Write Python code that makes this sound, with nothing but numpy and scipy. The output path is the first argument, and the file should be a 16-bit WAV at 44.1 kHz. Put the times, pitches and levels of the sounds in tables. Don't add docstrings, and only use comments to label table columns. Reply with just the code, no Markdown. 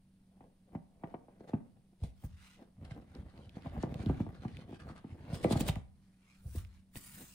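import sys
import numpy as np
from scipy import signal
from scipy.fft import rfft, irfft, next_fast_len
from scipy.io import wavfile
from scipy.ndimage import uniform_filter1d

SR = 44100
rng = np.random.default_rng(int(sys.argv[2]) if len(sys.argv) > 2 else 0)


def waveform_to_disk(signal):
    frames = np.transpose(np.atleast_2d(signal))
    scaled = np.clip(frames, -1, 1) * 32767
    samples = np.round(scaled).astype(np.int16)
    wavfile.write(sys.argv[1], SR, samples)


N = 323870
TIME = np.arange(N) / SR

# (time [s], thump level [dB], thump pitch [Hz], tap level [dB])
BOX_KNOCKS = [(0.408, -50.5, 205, -50), (0.751, -31.5, 191, -38.5), (1.037, -35.5, 228, -34.5),
              (1.142, -37.5, 274, -36), (1.284, -54.5, 340, -51.5), (1.407, -44, 290, -54),
              (1.535, -23.5, 205, -34.5), (2.017, -30.5, 80.5, -61.5), (2.037, -36.5, 158, -49),
              (2.238, -32, 101, -68), (2.91, -39, 130, -51), (3.156, -42.5, 233, -56),
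              (3.226, -48.5, 148, -61), (3.662, -35, 128, -39), (3.766, -35, 145, -41.5),
              (3.835, -26, 250, -30), (3.869, -37.5, 175, -47), (3.95, -34.5, 134, -48),
              (3.996, -34.5, 131, -47), (4.062, -25, 185, -48), (4.097, -22.5, 221, -33),
              (4.203, -23.5, 188, -38.5), (4.266, -39.5, 248, -43), (4.451, -29, 183, -39),
              (4.728, -38.5, 242, -46.5), (4.898, -42, 204, -45), (5.044, -37.5, 222, -50),
              (5.326, -29, 131, -48.5), (5.447, -20, 400, -32.5), (5.453, -24, 206, -35.5),
              (5.509, -22.5, 248, -28), (5.527, -25.5, 161, -30), (5.557, -24.5, 171, -30.5),
              (5.607, -25.5, 229, -35.5), (5.689, -24, 110, -29), (5.762, -32, 141, -39.5),
              (6.451, -34.5, 82, -87), (6.55, -40, 249, -62.5), (6.563, -33.5, 74.6, -67),
              (6.956, -46, 246, -51)]
# (time [s], effort [dB])
HAND_EFFORT = [(2.75, -17), (2.82, -3.5), (3.0, -5), (3.06, -6), (3.15, -1.5), (3.3, -9), (3.72, -2),
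               (4.08, 7.5), (4.36, 1), (4.67, -7.5), (4.88, -5), (5.02, -9.5), (5.3, 3.5), (5.41, -1),
               (5.53, 17.5), (5.76, -3), (5.9, -36)]


def amp(db):
    return 10 ** (np.asarray(db) / 20)


def unit(x):
    return x / np.sqrt(np.mean(x ** 2) + 1e-20)


def read(points, hz):
    f, value = np.transpose(points)
    return np.interp(np.log(hz + 1), np.log(f + 1), value)


def level(rows):
    return amp(np.interp(TIME, *np.transpose(rows), left=-150, right=-150))


def add(mix, s, sound):
    part = mix[max(round(s * SR), 0):][:len(sound)]
    part += sound[:len(part)]


def shape(x, gain):
    size = next_fast_len(x.shape[-1] + 4096)
    spectrum = rfft(x, size) * gain(np.fft.rfftfreq(size, 1 / SR))
    return irfft(spectrum, size)[..., :x.shape[-1]]


def colour(x, points):
    return unit(shape(x, lambda hz: amp(read(points, hz))))


def wander(speed_hz):
    return unit(shape(rng.standard_normal(N), lambda hz: np.exp(-(hz / speed_hz) ** 2)))


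def grains(per_s, spread_db):
    size = amp(spread_db * np.minimum(rng.exponential(1, N), 3))
    happens = rng.random(N) < per_s / SR
    return unit(size * rng.choice([-1, 1], N) * happens)


def hump(hz, centre_hz, octaves):
    return np.exp(-.5 * (np.log2((hz + 1) / centre_hz) / octaves) ** 2)


def pulse(spectrum):
    x = irfft(spectrum)
    return x / abs(signal.hilbert(x)).max()


def bursts(rows):
    gain = np.zeros(N)
    for s, db, rise, fall in rows:
        t = np.arange(max(-10 * rise, -s), 10 * fall, 1 / SR)
        add(gain, s + t[0], amp(db) * np.exp(-np.maximum(-t / rise, t / fall)))
    return gain


def scatter(fall, rise, size=8192):
    t = np.arange(size) / SR
    cloud = rng.standard_normal(size) * np.exp(-t / fall) * (1 - np.exp(-(t / rise) ** 2))
    return cloud / np.linalg.norm(cloud)


def patchy(x, depth_db):
    z = signal.stft(x, nperseg=512)[2]
    across_pitch = uniform_filter1d(rng.standard_normal(z.shape), size=3, axis=0)
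    field = uniform_filter1d(across_pitch, size=20, axis=1)
    return unit(signal.istft(z * amp(depth_db * unit(field)), nperseg=512)[1][:N])


def friction(gain, points, per_s, spread_db, smooth, flutter_db):
    drive = grains(per_s, spread_db) + smooth * rng.standard_normal(N)
    drive = patchy(drive, depth_db=3.4)
    fluttering = drive * amp(flutter_db * wander(51))
    return gain * colour(fluttering, points)


def background():
    # (frequency [Hz], level [dB])
    air_colour = [(25, -4), (90, -5), (210, -4), (380, -21.5), (700, -25.5), (1200, -32), (4500, -35),
                  (7300, -41), (9300, -32.5), (15000, -46.5)]
    # (frequency [Hz], level [dB])
    hum_tones = [(97, -84), (190, -69)]
    air_db = -68.5
    hum = np.zeros(N)
    for hz, db in hum_tones:
        gain = amp(db + 1.5 * wander(4)) * np.sqrt(2)
        hum += gain * np.sin(2 * np.pi * hz * TIME + .4 * wander(4))
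    return hum + amp(air_db) * colour(rng.standard_normal(N), air_colour)


def mattress(centre_hz=70, octaves=.45):
    # (time of the height [s], level [dB], rise [s], fall [s])
    wobbles = [(2.07, -44.5, .015, 0.038), (2.34, -48, 0.03, 0.048), (4.11, -32.5, 0.025, 0.017),
               (4.22, -52, 0.026, 0.06), (5.58, -39, 0.019, 0.13), (6.51, -52, 0.038, 0.053),
               (6.6, -42.5, 0.058, 0.075)]
    noise = shape(rng.standard_normal(N), lambda hz: hump(hz, centre_hz, octaves))
    sway = signal.hilbert(unit(noise))
    held_back = unit(sway.real / np.hypot(abs(sway), 1))
    return bursts(wobbles) * held_back


def brushing(cloth_db=1.5, skin_db=6.0):
    # (time of the height [s], level [dB], half length [s])
    brushes = [(2.246, -76.5, 0.084), (2.47, -64.5, 0.1), (6.065, -82.5, 0.1), (6.317, -74, 0.11),
               (6.592, -70, 0.06), (6.755, -75.5, 0.065)]
    # (time of the height [s], level [dB], rise [s], fall [s])
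    skids = [(2.25, -65.5, 0.025, 0.016), (5.35, -66, 0.0072, 0.012), (5.61, -41.5, 0.0088, 0.0033),
             (5.685, -41, 0.0063, 0.0048), (6.5, -67.5, 0.054, 0.033), (6.56, -54.5, 0.018, 0.034),
             (6.972, -50, 0.013, 0.015)]
    # (frequency [Hz], level [dB])
    cloth_colour = [(300, -28), (700, -5.5), (1200, 3), (2200, 1), (4000, -1.5), (7000, -7.5), (10000, -11),
                    (15000, -20)]
    skin_colour = [(200, 14.5), (500, -10.5), (1000, 1), (2000, 3), (4000, -1), (7000, 1.5), (9500, 7.5),
                   (11000, -3), (15000, 4.5)]
    sweeps = sum(amp(db) * np.exp(-((TIME - s) / half) ** 2) for s, db, half in brushes)
    cloth = friction(sweeps, cloth_colour, per_s=6000, spread_db=6.5, smooth=0.57, flutter_db=0.9)
    start_s, length_s, attack_s, release_s, slide_db = 6.98, 0.24, 0.083, 0.15, -58.5
    t = TIME - start_s
    swell = np.clip(t / attack_s, 0, 1)
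    fade = np.exp(-np.maximum(t - length_s, 0) / release_s)
    stroke = amp(slide_db) * swell * fade
    skin = friction(stroke + bursts(skids), skin_colour, per_s=8200, spread_db=7.0, smooth=0.97, flutter_db=1.5)
    return amp(cloth_db) * cloth + amp(skin_db) * skin


def lid(catch_db=5.5, catch_hz=12):
    # (time [s], level [dB])
    slip_rows = [(1.1, -73), (1.4, -74.5), (1.482, -64.5), (2.626, -74), (2.85, -64), (2.91, -60.5),
                 (3.165, -69), (3.558, -64), (4.35, -65), (4.481, -66), (4.61, -69), (4.799, -59),
                 (4.89, -61), (4.965, -59.5), (6.585, -63.5)]
    # (time of the height [s], level [dB], rise [s], fall [s])
    scrape_rows = [(2.04, -58, 0.015, 0.032), (5.345, -48.5, 0.012, 0.032), (5.44, -45.5, 0.011, 0.011),
                   (5.513, -47, 0.015, 0.0082), (5.529, -38, 0.0093, 0.007), (5.57, -43.5, 0.0076, 0.012),
                   (5.609, -41.5, 0.0058, 0.012), (5.675, -55.5, 0.017, 0.058), (5.69, -34, 0.011, 0.0066),
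                   (5.725, -71, 0.019, 0.03), (7.215, -61, 0.028, 0.012)]
    # (frequency [Hz], level [dB])
    rub_colour = [(200, 3), (700, 5.5), (1400, 11.5), (2500, 5.5), (4200, 3), (5500, -4.5), (7500, -9.5),
                  (9500, -7.5), (15000, -36.5)]
    scrape_colour = [(100, -21.5), (400, 23), (800, 10.5), (1200, 5.5), (2000, 8.5), (4000, 9.5), (6000, 2),
                     (9500, 4.5), (11500, -8.5), (14500, -3.5), (15800, -12)]
    slip_rise_s, slip_fall_s = 0.0047, 0.025
    rub_db = -71
    steady = amp(rub_db + catch_db * wander(catch_hz)) * level(HAND_EFFORT)
    slips = bursts([(s, db, slip_rise_s, slip_fall_s) for s, db in slip_rows])
    rub_gain = np.hypot(steady, slips)
    rub = friction(rub_gain, rub_colour, per_s=1200, spread_db=-2, smooth=0.61, flutter_db=1)
    scrapes = friction(bursts(scrape_rows), scrape_colour, per_s=1400, spread_db=2, smooth=0.21, flutter_db=0.0)
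    return amp(2.5) * rub + scrapes


def creep(jerks_per_s=140, grit=0.81, lag_s=0.00501, waver_db=5.0, light_touch_db=-10, bass_hz=150):
    # (time of the height [s], level [dB], length [s])
    hold_shifts = [(0.424, -55, 0.085), (0.74, -53, 0.06), (1.002, -66, 0.037), (1.089, -51.5, 0.11),
                   (1.399, -54.5, 0.12), (1.49, -52, 0.033), (1.618, -64, 0.38), (2.63, -60, 0.082),
                   (7.209, -55, 0.067)]
    # (frequency [Hz], level [dB])
    creep_colour = [(30, -15), (70, 4.5), (140, -1), (260, -3), (400, -11), (800, -18), (1200, -28),
                    (2500, -34.5), (4500, -50), (8000, -51.5)]
    shudder_db = -51.5
    swell_share = 0.5
    shiver_db, shiver_rise_s, shiver_fall_s = -24, 0.0096, 0.022
    jerks = patchy(grains(jerks_per_s, spread_db=3.0) + grit * rng.standard_normal(N), depth_db=3)
    trailing = shape(jerks, lambda hz: np.exp(-4j * np.pi * lag_s * np.sqrt(200 * hz)))
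    spread = colour(trailing, creep_colour)
    low = shape(spread, lambda hz: 1 / (1 + (hz / bass_hz) ** 4))
    firm = amp(shudder_db) * level(HAND_EFFORT)
    shifts = bursts([(s, db, swell_share * length, (1 - swell_share) * length) for s, db, length in hold_shifts])
    shivers = bursts([(s, db + shiver_db, shiver_rise_s, shiver_fall_s) for s, db, _, _ in BOX_KNOCKS])
    light = np.hypot(shifts, shivers)
    bass = low * np.hypot(firm, amp(light_touch_db) * light)
    rest = (spread - low) * np.hypot(firm, light)
    return bass * amp(waver_db * wander(22)) + rest * amp(waver_db * wander(22))


def ticks(fall_s=0.00074, octaves=0.44, crumble_db=-13, crumble_fall_s=0.0047, splinter_db=-24, splinter_hz=9000):
    # (time [s], peak level [dB], centre [Hz])
    snaps = [(1.038, -77, 2200), (2.851, -52.5, 3500), (3.151, -47, 3500), (3.377, -53, 3000),
             (3.494, -46.5, 3000), (3.623, -50, 3000), (3.828, -39.5, 4700), (3.943, -38.5, 2600),
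             (4.061, -40, 3100), (4.57, -39.5, 2700), (5.444, -29.5, 1800), (5.604, -36.5, 6000),
             (5.688, -28, 2300), (5.757, -37.5, 1720), (6.649, -46.5, 2700), (6.957, -39, 2200)]
    out, t = np.zeros(N), np.arange(4096) / SR
    tear = np.exp(-t / fall_s) + amp(crumble_db) * np.exp(-t / crumble_fall_s)
    for s, db, centre_hz in snaps:
        noise = rng.standard_normal(len(t)) * tear
        crack = shape(noise, lambda hz: hump(hz, centre_hz, octaves) + amp(splinter_db) * hump(hz, splinter_hz, .6))
        add(out, s, amp(db) * crack / abs(crack).max())
    return out


def echoed(x, db, fall, rise):
    return x + amp(db) * signal.fftconvolve(x, scatter(fall, rise))[:len(x)]


def knocks(tap_hz=780, tap_octaves=0.39, thump_octaves=0.98, thump_top=1.735, tap_db=-1, crunch_db=-14, crunch_hz=1350):
    bend_lag_s = 0.007544
    margin_s = .04
    out, hz = np.zeros(N), np.fft.rfftfreq(8192, 1 / SR)
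    slowness = np.maximum(np.sqrt(tap_hz / np.maximum(hz, 45)) - 1, 0)
    travel = np.exp(-2j * np.pi * np.cumsum(margin_s + bend_lag_s * slowness) * hz[1])
    tap = pulse(hump(hz, tap_hz, tap_octaves) * travel)
    for s, low_db, low_hz, high_db in BOX_KNOCKS:
        soft = hump(hz, low_hz, thump_octaves) / (1 + (hz / (thump_top * low_hz)) ** 6)
        thump = pulse(soft * travel)
        add(out, s - margin_s, amp(low_db) * echoed(thump, db=-9, fall=0.026, rise=0.0022))
        add(out, s - margin_s, amp(high_db + tap_db) * echoed(tap, db=-4, fall=0.01, rise=0.003))
        crunch = shape(scatter(fall=0.007, rise=0.00068), lambda f: hump(f, crunch_hz, 0.69))
        add(out, s, amp(high_db + crunch_db) * crunch / abs(crunch).max())
    return out


def box(x, ring_db=-1):
    # (frequency [Hz], level [dB], time to fall by 60 dB [s])
    panels = [(137, -12.5, 0.015), (262.4, -18, 0.06), (502.7, -1, 0.057), (581, 0, 0.13),
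              (674.7, 2.5, 0.095), (743, -4, 0.04), (786, -7, 0.096), (1173, -5.5, 0.11), (1563, 2.5, 0.25),
              (2005, -8, 0.08), (3040, -21, 0.076), (3670, -24, 0.098)]
    t = np.arange(SR // 3) / SR
    ring = np.zeros(len(t))
    for hz, db, t60 in panels:
        even_out = 2 * np.log(1000) / (t60 * SR)
        ring += amp(db - 60 * t / t60) * np.cos(2 * np.pi * hz * t) * even_out
    return x + amp(ring_db) * signal.oaconvolve(x, ring)[:N]


def room(x, tail_db=-15, bass_hz=170):
    # (frequency [Hz], time to fall by 60 dB [s])
    decay = [(80, 0.7), (250, 0.27), (750, 0.42), (2000, 0.34), (6000, 0.17), (14000, 0.14)]
    clouds = np.array([scatter(np.inf, 0.0081, size=SR // 2) for _ in range(2)])
    hz, at, z = signal.stft(clouds, SR, nperseg=256)
    fading = z * amp(-60 * at / read(decay, hz)[:, None])
    tail = signal.istft(fading, SR, nperseg=256)[1]
    tail = tail / np.linalg.norm(tail[0])
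    sent = shape(x, lambda hz: hz / np.hypot(hz, bass_hz))
    return amp(tail_db) * signal.oaconvolve(sent[None], tail, axes=1)[:, :N]


def ports(x, treble_hz=450):
    # (frequency [Hz], likeness [0-1])
    likeness = [(250, 1), (600, .82), (1100, .58), (1700, .4), (2600, .22), (6000, .2), (9000, .4),
                (14000, .4)]
    # (frequency [Hz], phase [radians])
    left_lead = [(100, 0), (300, .25), (600, .6), (1050, 1.3), (1650, 2.2), (4000, 1.3), (9000, .6),
                 (14000, .3)]
    # (frequency [Hz], level [dB])
    balance = [(60, .2), (200, -1.1), (600, 1.6), (1000, 2.5), (2000, -.5), (4500, -2), (9000, 0)]
    side = np.array([[1], [-1]])

    def same(hz):
        return read(likeness, hz)

    def direct_gain(hz):
        tilt = amp(side * read(balance, hz) / 2)
        lead = np.exp(.5j * side * same(hz) * read(left_lead, hz))
        return np.sqrt((1 + same(hz)) / 2) * tilt * lead

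    def treble_gain(hz):
        return np.sqrt((1 - same(hz)) / 2) * (1 - 1 / (1 + (hz / treble_hz) ** 6))

    direct = shape(x, direct_gain)
    treble = shape(x, treble_gain)
    z = signal.stft(treble, nperseg=128)[2]
    paths = signal.istft(z * np.exp(2j * np.pi * rng.random(z.shape)), nperseg=128)[1][:N]
    return direct + side * treble.std() * unit(paths)


def scene():
    shaken = knocks() + ticks() + creep() + lid()
    near = box(shaken) + brushing() + mattress()
    return ports(near + background()) + room(near)


def record(dry):
    notch_hz, notch_width_hz, notch_db, edge_hz = 11720, 430, -20, 15800
    heard = shape(dry, lambda hz: amp(notch_db * np.exp(-((hz - notch_hz) / notch_width_hz) ** 2)))
    low_pass = signal.firwin(511, edge_hz, window=("kaiser", 9), fs=SR)
    return signal.oaconvolve(heard, low_pass[None], "same")


dry = scene()
out = record(dry)
waveform_to_disk(out)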